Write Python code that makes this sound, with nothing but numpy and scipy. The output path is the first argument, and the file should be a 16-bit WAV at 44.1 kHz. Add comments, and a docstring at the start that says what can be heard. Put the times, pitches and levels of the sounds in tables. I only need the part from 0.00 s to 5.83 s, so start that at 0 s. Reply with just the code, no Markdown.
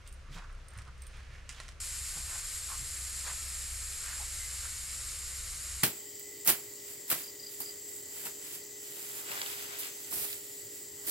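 """A pickup idles on a snowy forest track: its engine is a low, wavering hum over a soft rush of noise.
From the start a dog bounds about on the right: paws crunch as bursts of noise over a faint rustle of snow,
landings thud as short low tones and collar tags jingle as ringing sines with ticks. Twigs snap as noise
cracks with brief rings of the branch. At 1.8 s someone crouching at the wheel opens the tire valve: air
hisses out to the end as noise shaped by narrow passages, while the dog's steps go on until about 4.7 s."""
import sys
import numpy as np
from scipy import signal
from scipy.fft import rfft, irfft, next_fast_len
from scipy.io import wavfile
from scipy.ndimage import map_coordinates

SR = 44100
rng = np.random.default_rng(int(sys.argv[2]) if len(sys.argv) > 2 else 0)


def transcribe(signal):
    """Save signal, clipped to [-1, 1], as a 16-bit WAV file at the path in sys.argv[1]."""
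    frames = np.atleast_2d(signal).T
    limited = np.clip(frames, -1, 1)
    pcm = np.round(limited * 32767).astype(np.int16)
    wavfile.write(sys.argv[1], SR, pcm)


N = 257103
TIME = np.arange(N) / SR
TOP_HZ = 15750  # nothing sounds above this

# Steady rush of engine bay and woods: [f/Hz, relative level per Hz/dB]
AMBIENT_SPECTRUM = [(100, -3), (300, -1.5), (550, 2), (850, -5.5), (1200, 1.5), (2500, -2.5), (3500, -8),
                    (6000, -10), (10000, -19), (13000, -30), (16000, -47)]
# Dull rumble under the engine hum: [f/Hz, relative level per Hz/dB]
RUMBLE_SPECTRUM = [(15, -2), (30, 7), (50, 1), (85, 2.5), (120, -8.5), (160, -14), (230, -23.5), (400, -41),
                   (1000, -82)]
# Uneven level of the low hum near 65 Hz, which swells and dips, before its trim: [t/s, level/dB]
HUM_LEVEL = [(0.0, -53), (1.95, -52), (2.06, -42.5), (2.11, -58), (2.26, -45), (2.39, -69), (2.53, -52),
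             (3.86, -46), (4.03, -61.5), (4.11, -49), (5.65, -53.5), (5.75, -46), (5.83, -57)]
# Heavy landings of the dog: [start t/s, relative level/dB, pitch f/Hz]
LANDINGS = [(.29, -49.5, 139), (0.346, -49.5, 168), (0.762, -46, 97), (.87, -52, 129.5),
            (2.154, -51.5, 156.7), (2.795, -47.5, 124)]
# Noise bursts of paws in snow; the first is the broad tick of the tags' first touch:
# [t/s at the height of the burst, level/dB, width of the swell t/s, main pitch f/Hz,
# fizz relative to crunch level/dB]
SNOW_BURSTS = [(.075, -58, 0.0091, 2200, -0.5), (.285, -61.5, 0.015, 1300, -13),
               (.345, -56.5, .019, 2600, -0.5), (0.38, -51, .018, 1150, -4),
               (0.433, -53.5, 0.021, 1260, -10.5), (.505, -60.5, .03, 1350, -14),
               (.775, -56, .035, 1400, -8), (0.885, -56.5, .016, 1210, -13),
               (1.178, -58.5, 0.067, 1640, -4.5), (1.355, -57.5, 0.051, 1900, -7.5),
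               (1.601, -58, 0.067, 1550, -0.5), (2.176, -58.5, 0.033, 900, -4),
               (2.338, -51.5, 0.042, 1290, -5), (2.722, -46.5, .021, 1140, -12.5),
               (3.289, -45.5, 0.026, 1190, -4), (4.109, -49.5, 0.048, 1590, -7.5),
               (4.216, -53, 0.016, 830, -12), (4.421, -58, .09, 2060, -39),
               (4.652, -54.5, 0.036, 1450, -11)]
# Fizz of fine snow crystals: [f/Hz, relative level per Hz/dB]
FIZZ_SPECTRUM = [(300, -10), (1500, 0), (3000, 4), (6500, 0), (10000, -8.5), (15000, -38)]
# Collar tags swinging together: [first touch t/s, relative level/dB, favoured pitch f/Hz]
TAG_SWINGS = [(.0745, -38.5, 9000), (.125, -42, 9800), (.525, -55, 9300), (.683, -41.5, 8800),
              (.7337, -51, 9600), (.7756, -42.5, 8650), (.9782, -53, 8300), (1.0196, -37.5, 8700),
              (1.067, -40, 9600), (1.1687, -53, 9100)]
# Ringing tones of the tags: [f/Hz, relative level/dB, time to fall by 60 dB t/s]
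TAG_MODES = [(7100, -9, 0.032), (8280, -6.5, 0.057), (8600, -7.5, 0.037), (9290, 0, 0.029),
             (9560, -10, 0.06), (9900, -8, 0.027), (12140, -10, .04)]
# Breaking twigs: [t/s, relative level/dB, ring of the branch relative level/dB]
TWIG_SNAPS = [(0.787, -39, -13), (.819, -43.5, -18), (0.8777, -49, 5), (1.4921, -29, -7.5),
              (1.6013, -34, 5.5), (1.6815, -39.5, -3), (1.6883, -37.5, -1)]
# Tone colour of breaking wood: [f/Hz, relative level per Hz/dB]
TWIG_SPECTRUM = [(200, -22), (700, -12), (1100, -3), (2000, 6.5), (3200, 4.5), (4100, 0), (5200, 4),
                 (8000, 2), (10000, -2.5), (12500, -17), (15500, -24)]
# Ringing tones of the branch: [f/Hz, relative level/dB, time to fall by 60 dB t/s]
BRANCH_MODES = [(624, -10.5, 0.039), (1070, -5.5, 0.048), (1385, -3.5, .04), (1940, -1.5, 0.038),
                (2700, -14, 0.027), (4100, 2, 0.018)]
# Air flow from the valve, before its flutter: [t/s, level/dB]
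AIR_FLOW = [(1.83, -40), (1.9, -39.5), (1.98, -40), (4.66, -40), (5.8, -41)]
# Turbulence of the air jet: [f/Hz, relative level per Hz/dB]
JET_SPECTRUM = [(300, -20), (850, -14.5), (1200, -4.5), (2100, 0.17), (3400, -3.5), (4300, 0.0),
                (6000, -3.5), (8000, -3), (10200, -2.5), (11000, -2.5), (12700, -5.5), (13300, -11),
                (14700, -17), (15600, -41)]
# Resonances and one notch of valve stem and deflator: [centre f/Hz, width f/Hz, lift level/dB]
VALVE_RESONANCES = [(4030, 80, 3.5), (4480, 250, 4), (5080, 370, 4.5), (5510, 280, 5.5), (6240, 220, 3.5),
                    (6670, 390, 8), (7054, 266, 11), (7450, 263, 11.5), (7710, 343, 10), (8305, 450.0, 7),
                    (8680, 340, 9), (9000, 220.0, 0), (9410, 320, 10.5), (9840, 160.0, 3),
                    (10140, 380, 7.5), (11050, 140.0, -4), (11000, 220.0, 1.5), (11430, 340, 6)]
# How much stronger the jet is on the left than on the right: [f/Hz, level/dB]
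JET_LEFT_RIGHT = [(1000, -1.5), (3000, -1), (5000, 0), (7500, 0), (8700, 2), (10000, 2), (11500, 3.5),
                  (12700, 7.5), (14500, -6)]
# Likeness of the jet on the two sides: [f/Hz, likeness where 1 means identical]
JET_LIKENESS = [(1000, 0.92), (3000, 0.77), (7000, 0.95), (10000, 1), (12500, 0.41), (15000, 0.56)]

HUM_HZ = 64.6
HALF_ORDER_DB, HALF_ORDER_SWING_DB = -52, 2  # uneven cylinders sound an octave below the hum
SETTLE_DB_PER_S = 1.5  # that lower note fades as the idle settles
SHARPNESS, SHARPER_PER_DB = 0.47, 0.12  # the less a burst fizzes, the more hollow and pitched its crunch
CRUST_LEAD_S = .004  # the crust fizzes just before the snow below packs
RUSTLE_DB, RUSTLE_SWING_DB, RUSTLE_HZ = -73, 4, 1910  # faint, randomly swelling rustle of snow throughout
REBOUND_S, REBOUND_SCATTER, REBOUND_LOSS_DB = 0.012, .25, 9  # tags part and touch again, weaker each time
SPLINTER_T60_S, SPLINTER_REF_DB, SPLINTER_DOUBLES_DB = 0.11, -35, 10  # louder breaks splinter for longer
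SECOND_CRACK_S, SECOND_CRACK_DB = .033, -10  # the last fibres let go a moment later
OPEN_S = 1.8005  # the valve pin is pushed in


def amp(db):
    """Turns decibels into a gain."""
    return 10 ** (np.asarray(db) / 20)


def unit(x):
    """Scales a sound to an rms (average strength) of 1."""
    return x / np.sqrt(np.mean(x ** 2) + 1e-20)


def along(points, hz):
    """Reads (frequency, value) points at any frequency, on a log axis."""
    point_hz, values = np.transpose(points)
    return np.interp(np.log(hz + 1), np.log(point_hz + 1), values)


def curves(rows):
    """Gives one value per sample for each column after the time."""
    s, *columns = np.transpose(rows)
    return [np.interp(TIME, s, column) for column in columns]


def wobble(rate):
    """Draws a smooth random curve through `rate` random points a second."""
    return map_coordinates(rng.standard_normal(400), [TIME * rate], mode="mirror")


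def filtered(x, response):
    """Strengthens or weakens each frequency of x as `response` says."""
    n = x.shape[-1]
    padded = next_fast_len(n + 8192)
    gain = response(np.fft.rfftfreq(padded, 1 / SR))
    return irfft(rfft(x, padded) * gain, padded)[..., :n]


def causal(spectrum, size=512):
    """Makes the sharpest click that has this spectrum, with nothing before its start."""
    gain = amp(along(spectrum, np.fft.rfftfreq(size, 1 / SR)))
    cepstrum = irfft(np.log(gain))
    # fold the mirrored half forward in time
    cepstrum[1:size // 2] *= 2
    cepstrum[size // 2 + 1:] = 0
    return irfft(np.exp(rfft(cepstrum)))


def rush(colour, alike):
    """Makes stereo noise of rms 1: colour gives dB by frequency, alike the likeness of the sides."""
    def mid_side_gain(hz):
        turn = np.arccos(np.clip(along(alike, hz), -1, 1)) / 2
        return amp(colour(hz)) * np.array([np.cos(turn), np.sin(turn)])

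    mid, side = filtered(rng.standard_normal((2, N)), mid_side_gain)
    return unit(np.array([mid + side, mid - side]))


def add(track, s, sound):
    """Mixes a sound into a track from time s on."""
    start = round(s * SR)
    part = sound[max(-start, 0):N - start]
    track[max(start, 0):][:len(part)] += part


def modes(rows, t):
    """Rings one fading sine per row, with new strength and tuning at every blow."""
    hz, level_db, t60 = np.transpose(rows)[:, :, None]
    strength, detune, phase = rng.standard_normal((3, len(rows), 1))
    fade = amp(level_db + 2 * strength - 60 * t / t60)
    return fade * np.sin(2 * np.pi * (hz * (1 + 0.0057 * detune) * t + phase))


def ambient(level_db=-60.5):
    """The even rush of the engine bay and the woods, as steady stereo noise."""
    alike = [(300, 0.62), (1400, 0.69), (3000, 0.6), (15000, 0.59)]
    return amp(level_db) * rush(lambda hz: along(AMBIENT_SPECTRUM, hz), alike)


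def engine(rumble_db=-52, overtone_db=-69, unsteady_db=0.5, hum_trim_db=-.5):
    """Low exhaust tones whose pitch wavers with a slightly hunting idle, over a dull rumble."""
    hum_db, = curves(HUM_LEVEL)
    phase = 2 * np.pi * np.cumsum(HUM_HZ * (1 + 0.0071 * wobble(4.02))) / SR
    half_db = HALF_ORDER_DB - SETTLE_DB_PER_S * TIME + HALF_ORDER_SWING_DB * wobble(4.15)
    # (multiple of the hum's pitch, level in dB)
    orders = [(.5, half_db), (1, hum_trim_db + hum_db), (2, overtone_db)]
    tones = np.zeros(N)
    for multiple, db in orders:
        strength = np.sqrt(2) * amp(db + unsteady_db * wobble(6.7))
        tones += strength * np.sin(multiple * phase)
    alike = [(30, 0.9), (60, .97), (130, 0.91), (290, 0.36)]
    rumble = rush(lambda hz: along(RUMBLE_SPECTRUM, hz), alike)
    return tones + amp(rumble_db) * rumble


def trees(x, t60=0.46):
    """Trunks scatter a thin, short echo, different on each side: fading noise smears the sound."""
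    t = np.arange(SR // 2) / SR
    tail = rng.standard_normal((2, len(t))) * amp(-60 * t / t60)
    return signal.fftconvolve(x[None], tail / np.linalg.norm(tail[0]), axes=1)[:, :N]


def landings(rise_s=0.015, spread=0.61):
    """The dog's weight gives the snow pack a short, dull push: a low tone with soft noise."""
    track = np.zeros(N)
    t = np.arange(SR // 4) / SR
    push = t / rise_s * np.exp(1 - t / rise_s)
    for s, db, pitch_hz in LANDINGS:
        noise = rng.standard_normal(len(t))
        give = unit(filtered(noise, lambda hz: 1 / (1 + (hz / (2 * pitch_hz)) ** 2) ** 2))
        tone = np.sin(2 * np.pi * pitch_hz * t)
        add(track, s, amp(db) * push * (tone + spread * give))
    return track


def hollow(x, pitch_hz, sharpness):
    """Packing snow sounds around one main pitch; the result has rms 1."""
    def resonance(hz):
        off_pitch = hz / pitch_hz - pitch_hz / (hz + 1)
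        return 1 / (1 + 1j * sharpness * off_pitch) ** 2

    return unit(filtered(x, resonance))


def snow_bursts(grit=0.37):
    """Paws pack the snow in gritty swells, fizz first and a hollow crunch below; a tag tick is made alike."""
    # a faint rustle lies underneath, all through the scene
    rustle = hollow(rng.standard_normal(N), RUSTLE_HZ, sharpness=0.81)
    track = amp(RUSTLE_DB + RUSTLE_SWING_DB * wobble(14)) * rustle
    t = np.arange(-SR // 5, SR // 5) / SR
    for s, db, width_s, pitch_hz, fizz_db in SNOW_BURSTS:
        # uneven strength, held for 64 samples at a time, makes the noise gritty
        clumps = np.exp(grit * np.repeat(rng.standard_normal(len(t)), repeats=64)[:len(t)])
        fractures = clumps * rng.standard_normal((2, len(t)))
        crunch = hollow(fractures[0], pitch_hz, SHARPNESS * np.exp(-SHARPER_PER_DB * fizz_db))
        fizz = unit(filtered(fractures[1], lambda hz: amp(along(FIZZ_SPECTRUM, hz))))
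        swell = amp(db) * np.exp(-.5 * (t / width_s) ** 2)
        add(track, s + t[0], swell * crunch)
        add(track, s + t[0] - CRUST_LEAD_S, amp(fizz_db) * swell * fizz)
    return track


def rebounds(swings, count=3):
    """Each swing gives a first touch and a few weaker ones at uneven gaps."""
    gaps = REBOUND_S * np.exp(REBOUND_SCATTER * rng.standard_normal((len(swings), count)))
    touches = []
    for (s, db, pitch_hz), gap in zip(swings, gaps):
        for k in range(count):
            touches.append((s + gap[:k].sum(), db - k * REBOUND_LOSS_DB, pitch_hz))
    return touches


def tags(ring_db=-5, tick_db=-5, tick_t60=0.019, reach_hz=800, scrape_s=0.001):
    """Small metal tags slide into each other; where they touch decides which tones ring most."""
    track = np.zeros(N)
    t = np.arange(SR // 5) / SR
    mode_hz = np.array(TAG_MODES)[:, 0]
    tick_spectrum = [(1000, -7), (5000, 7), (9000, 9), (15000, -5)]  # (Hz, relative dB)
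    contact = 1 - np.exp(-t / scrape_s)  # sliding softens the start
    for s, db, pitch_hz in rebounds(TAG_SWINGS):
        favour = 1 / np.hypot(1, (mode_hz - pitch_hz) / reach_hz)
        ring = favour @ modes(TAG_MODES, t)
        tick = filtered(rng.standard_normal(len(t)), lambda hz: amp(along(tick_spectrum, hz)))
        tick_fade = amp(tick_db - 60 * t / tick_t60)
        add(track, s, amp(db + ring_db) * contact * (ring + tick_fade * tick))
    return track


def twigs(crack_db=-4.0, splinter_db=-15, crack_t60=0.007, ring_db=-14):
    """Dry wood cracks, sprays splintering fibres and cracks again more weakly; the branch rings briefly."""
    track = np.zeros(N)
    t = np.arange(SR // 5) / SR
    wood = causal(TWIG_SPECTRUM)
    wood = wood / np.linalg.norm(wood)
    for s, db, branch_db in TWIG_SNAPS:
        for delay_s, break_db in [(0, db), (SECOND_CRACK_S, db + SECOND_CRACK_DB)]:
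            splinter_t60 = SPLINTER_T60_S * 2 ** ((break_db - SPLINTER_REF_DB) / SPLINTER_DOUBLES_DB)
            crack, fibres, sizes = rng.standard_normal((3, len(t)))
            splinters = unit(fibres * np.exp(.5 * sizes))
            force = amp(crack_db - 60 * t / crack_t60) * crack
            force += amp(splinter_db - 60 * t / splinter_t60) * splinters
            add(track, s + delay_s, amp(break_db) * np.convolve(force, wood))
        add(track, s, amp(db + branch_db + ring_db) * modes(BRANCH_MODES, t).sum(axis=0))
    return track


def wheel_echoes(x, strength=0.054, drift_rate=0.86, count=10):
    """Rim, hand and sleeve reflect the jet within a few ms; small movements vary the faint echoes."""
    echoes = np.zeros_like(x)
    for delay_s in rng.uniform(.001, .0043, count):
        echoes += strength * wobble(drift_rate) * np.roll(x, round(delay_s * SR), axis=1)
    return x + echoes


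def valve_hiss(flutter_db=0.45, lag_s=.0000115):
    """The air jet starts at once and rings the narrow passages it leaves through."""
    flow_db, = curves(AIR_FLOW)

    def colour(hz):
        lifts = sum(db / (1 + (2 * (hz - centre) / width) ** 2) for centre, width, db in VALVE_RESONANCES)
        return along(JET_SPECTRUM, hz) + lifts

    jet = wheel_echoes(rush(colour, JET_LIKENESS))
    # the two sides get the treble at different strengths and a moment apart
    sides = np.array([[.5], [-.5]])

    def side_response(hz):
        lag = np.exp(-2j * np.pi * hz * lag_s * sides)
        return amp(sides * along(JET_LEFT_RIGHT, hz)) * lag

    jet = filtered(jet, side_response)
    opening = np.clip((TIME - OPEN_S) / .002, 0, 1)
    return jet * opening * amp(flow_db + flutter_db * wobble(25.1))


def scene(dog_pan_db=1.5, echo_db=-9):
    """Places truck and valve straight ahead, the dog off to the right."""
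    dog = snow_bursts() + tags() + twigs()
    dog_pan = amp([[-dog_pan_db], [dog_pan_db]])
    beside = (dog + landings()) * dog_pan + amp(echo_db) * trees(dog)
    return valve_hiss() + engine() + ambient() * amp([[-.6], [.6]]) + beside


def record(dry):
    """Keeps nothing above the band limit."""
    return filtered(dry, lambda hz: hz < TOP_HZ)


dry = scene()
out = record(dry)
transcribe(out)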